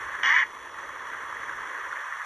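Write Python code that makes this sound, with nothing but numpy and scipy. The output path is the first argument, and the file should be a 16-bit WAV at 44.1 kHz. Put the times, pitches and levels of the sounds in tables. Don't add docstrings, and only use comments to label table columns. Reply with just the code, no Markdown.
import sys
import numpy as np
from scipy import signal
from scipy.fft import rfft, irfft
from scipy.io import wavfile
from scipy.ndimage import uniform_filter1d, map_coordinates

SR = 44100
rng = np.random.default_rng(int(sys.argv[2]) if len(sys.argv) > 2 else 0)


def store_pcm(level_fs):
    pcm = np.round(np.clip(level_fs, -1, 1) * 32767).astype(np.int16)
    wavfile.write(sys.argv[1], SR, np.atleast_2d(pcm).T)


N = 99225

# f/Hz, relative level/dB
WASH_SPECTRUM = [(30, -22.5), (200, -25), (350, -13.5), (570, -10.5), (740, -16.5), (950, -3.5),
                 (1100, 0.5), (1400, -6), (1800, -0.5), (2050, -6.5), (2400, -18), (2900, -20.5),
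                 (3400, -16.5), (3850, -31), (4600, -30), (5050, -42), (5550, -25), (6100, -23),
                 (7000, -31.5), (8200, -26), (8650, -38), (9400, -29.5), (10050, -29.5), (10500, -28),
                 (11400, -31.5), (12200, -56)]
# t/s, level/dB
WASH_DUCKING = [(0, -33), (.22, -33.5), (.45, -46.5), (.52, -43), (.72, -44), (.8, -39), (1.1, -37.5),
                (1.45, -36), (1.55, -34.5), (1.77, -34), (1.88, -34.5), (2.25, -34)]
# t/s, f/Hz
WASH_LOW_EDGE = [(0, 30), (1.62, 40), (1.78, 300), (1.92, 304), (2.03, 503), (2.15, 670), (2.25, 560)]
# f/Hz, relative level/dB
WIND_SPECTRUM = [(15, -43), (28, -18), (40, -15.5), (52, -4), (75, -12.5), (130, -12), (250, -30),
                 (600, -75)]
# f/Hz, relative level/dB
EDDY_SPECTRUM = [(15, -19), (50, -11), (130, 1), (300, 11), (500, 3), (1000, -43)]
# t/s, level/dB
GUST_LEVEL = [(0, -58), (.2, -65.5), (.7, -70), (1.2, -65), (1.55, -62), (1.75, -74), (1.9, -64),
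              (2.03, -75), (2.25, -70)]
# f/Hz, relative level/dB
THROAT_SPECTRUM = [(300, -41.5), (720, -39), (950, -13.5), (1100, -16), (1420, -14.5), (1750, -2.5),
                   (2020, 0.5), (2250, -10), (2430, -17.5), (2640, -31), (2920, -15), (3150, -20.5),
                   (3400, -19.5), (3650, -31), (3950, -42), (4750, -32.5), (5100, -40), (5800, -29),
                   (6600, -37.5), (7200, -47), (9000, -73)]
# t/s, pitch/Hz, factor on the throat's resonance frequencies
CROAK_GLIDE = [(.23, 235, 0.99), (.255, 256.7, 0.988), (.28, 275.2, 0.987), (.305, 287.2, 1.006),
               (.33, 314.6, 0.978), (.355, 331.9, 1.03), (.39, 361.5, 0.996), (.41, 354.8, 1.023),
               (.44, 298.4, 0.954)]
# t/s, effort/dB, treble gain/dB, roughness (0-1), clean harmonics/dB re voice
CROAK_VOICING = [(.234, -20, 2, 1, -22), (.243, -22.5, 4, 0.4, -13), (.284, -22, 4, 0.6, -9.5),
                 (.305, -19, -0.5, 0.3, -13.5), (.34, -21.5, -0.5, 0, -7.5),
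                 (.367, -17.5, -3.5, 0.65, -15.5), (.40, -22.5, 1.5, .65, -15.5),
                 (.432, -21.5, -10.5, 1, -17), (.441, -25, -2, 0.7, -10)]
# t/s, peak level/dB, centre f/Hz
SPLASH_EVENTS = [(.785, -29.5, 1484), (1.134, -29.5, 1350), (1.148, -29, 1166), (1.328, -24, 1193),
                 (1.369, -26, 1714), (1.496, -24, 1370), (1.597, -30, 1340), (1.672, -29.5, 1773),
                 (1.766, -28, 1550), (1.929, -22.5, 1593), (2.126, -25, 1570)]
# f/Hz, lead of the left/rad
STEREO_PHASE = [(0, 0), (600, -.3), (950, 0), (2000, 0), (2600, .65), (4100, .7), (4600, 1.7), (4950, 3.2),
                (5250, 5.5), (5700, 6.25), (6200, 6.3), (8500, 9.4), (9500, 9.45), (11500, 11.6),
                (12000, 12.6)]
# f/Hz, left minus right/dB
STEREO_BALANCE = [(350, 0), (750, -2), (1400, -2.3), (1700, -.2), (2100, 0)]


def amp(db):
    return 10 ** (np.asarray(db) / 20)


def unit(x):
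    return x / np.sqrt(np.mean(x ** 2) + 1e-20)


def bell(offset, width):
    return np.exp(-(offset / width) ** 2 / 2)


def at_hz(points, hz):
    f, value = np.transpose(points)
    return np.interp(np.log(hz + 1), np.log(f + 1), value)


def at_time(points, t):
    times, *columns = np.transpose(points)
    return [np.interp(t, times, c) for c in columns]


def colour(x, spectrum):
    hz = abs(np.fft.fftfreq(4096, 1 / SR))
    log_gain = np.log(amp(at_hz(spectrum, hz)))
    response = np.exp(np.conj(signal.hilbert(log_gain)))
    taps = np.fft.ifft(response).real[:2048]
    return signal.fftconvolve(x, taps)[:len(x)]


def wander(hz):
    lowpass = bell(np.fft.rfftfreq(N, 1 / SR), hz)
    return unit(irfft(rfft(rng.standard_normal(N)) * lowpass, N))


def ripples(drops_per_s=600, hiss_db=-38.5, body_hz=1610):
    sizes = amp(3.5 * np.minimum(rng.exponential(1, N), 4)) * rng.choice([-1, 1], N)
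    drops = unit(sizes * (rng.random(N) < drops_per_s / SR))
    wash = unit(colour(rng.standard_normal(N) + amp(-7) * drops, WASH_SPECTRUM))
    hz, t, frames = signal.stft(wash, SR, nperseg=512, noverlap=384)
    hz, frames = hz + 1, frames.T
    midrange_db = at_time(WASH_DUCKING, t)[0][:, None]
    edge_hz = at_time(WASH_LOW_EDGE, t)[0][:, None]
    duck_share = 0.27 + 0.73 * bell(np.log2(hz / body_hz), 0.42)
    patches = uniform_filter1d(rng.standard_normal(frames.shape), size=8, axis=0)
    patches = unit(uniform_filter1d(patches, size=7, axis=1))
    flicker = unit(uniform_filter1d(rng.standard_normal(len(t)), size=4))[:, None]
    level_db = hiss_db + duck_share * (midrange_db - hiss_db) + 1.1 * patches + .5 * flicker
    low_cut = np.maximum(1 / np.sqrt(1 + (edge_hz / hz) ** 9), amp(-12))
    frames = frames * amp(level_db) * low_cut
    return signal.istft(frames.T, SR, nperseg=512, noverlap=384)[1][:N]


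def wind(eddy_db=-10):
    common = unit(colour(rng.standard_normal(N), WIND_SPECTRUM))
    eddies = unit(colour(rng.standard_normal(N), EDDY_SPECTRUM))
    gusts = amp(at_time(GUST_LEVEL, np.arange(N) / SR)[0])
    return gusts * (common + amp(eddy_db) * np.array([eddies, -eddies]))


def throat_snap(start_s, peak_db=-13.5):
    ring = colour(signal.unit_impulse(N, round(start_s * SR)), THROAT_SPECTRUM)
    return amp(peak_db) * ring / abs(ring).max()


def throat(drive, stretch):
    clock = np.cumsum(stretch)
    positions = np.interp(np.arange(int(clock[-1])), clock, np.arange(len(drive)))
    stretched = map_coordinates(drive, [positions], order=3)
    return map_coordinates(colour(stretched, THROAT_SPECTRUM), [clock], order=3)


def croak(start_s, end_s, catch_s, jitter_s=.0001, shimmer_db=2, rattle_db=1.8):
    t = np.arange(N) / SR
    pitch, stretch = at_time(CROAK_GLIDE, t)
    effort_db, treble_db, rough, clean_db = at_time(CROAK_VOICING, t)
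    cycles = np.cumsum(pitch) / SR
    uneven = cycles + pitch * jitter_s * wander(300)
    beats = np.diff(np.floor(np.maximum.accumulate(uneven)), prepend=0)
    pulses = unit(beats * amp(shimmer_db * wander(280)))
    puffs = unit(np.exp(-(uneven % 1) / 0.74) * rng.standard_normal(N))
    rattle = amp(rattle_db * rough * wander(130))
    drive = (np.sqrt(1 - rough) * pulses + np.sqrt(rough) * puffs) * rattle
    voice = throat(drive, stretch)
    voice /= np.sqrt(uniform_filter1d(voice ** 2, size=900) + 1e-12)
    treble = signal.sosfiltfilt(signal.butter(6, 2560, "high", fs=SR, output="sos"), voice)
    voice += (amp(treble_db) - 1) * treble
    clean = sum(bell(k * pitch - 1060, 151) * np.cos(2 * np.pi * k * cycles) for k in range(3, 6))
    voice += amp(clean_db) * np.sqrt(2) * clean
    gate = np.clip((t - start_s) / .001, 0, 1) * np.clip((end_s - t) / .002, 0, 1)
    catch_db = -9 * bell(t - catch_s, .0014)
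    return gate * amp(effort_db + catch_db) * voice


def rock_echo(x, level_db=-12.5, t60_s=0.18):
    t = np.arange(SR // 2) / SR
    tail = rng.standard_normal(len(t)) * amp(-60 * t / t60_s) * (t > .004)
    return amp(level_db) * signal.fftconvolve(x, tail / np.linalg.norm(tail))[:N]


def splashes(decay_s=.0014):
    out, t = np.zeros(N), np.arange(SR // 30) / SR
    envelope = (t / decay_s) ** 2 * np.exp(-t / decay_s)
    for peak_s, peak_db, centre_hz in SPLASH_EVENTS:
        spread, phase = rng.uniform(-0.96, 1, (2, 6, 1))
        bubble_hz = centre_hz * np.exp(.22 * spread)
        burst = envelope * np.sin(2 * np.pi * (bubble_hz * t + phase)).sum(0)
        start = round((peak_s - 2 * decay_s) * SR)
        out[start:start + len(t)] += (amp(peak_db) * burst / abs(burst).max())[:N - start]
    return out


def stereo_widening(x):
    hz = np.fft.rfftfreq(2 * N, 1 / SR)
    lead = np.interp(hz, *np.transpose(STEREO_PHASE))
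    left = amp(at_hz(STEREO_BALANCE, hz) / 2) * np.exp(.5j * lead)
    return irfft(rfft(x, 2 * N) * np.array([left, 1 / left]))[:, :N]


def scene():
    call_s = .2325
    egret = throat_snap(call_s) + croak(call_s, end_s=.441, catch_s=.2385)
    return stereo_widening(egret + rock_echo(egret) + ripples() + splashes()) + wind()


def record(dry, cutoff_hz=12300):
    lowpass = signal.firwin(511, cutoff_hz, window=("kaiser", 9), fs=SR)
    return signal.oaconvolve(dry, lowpass[None], "same")


dry = scene()
out = record(dry)
store_pcm(out)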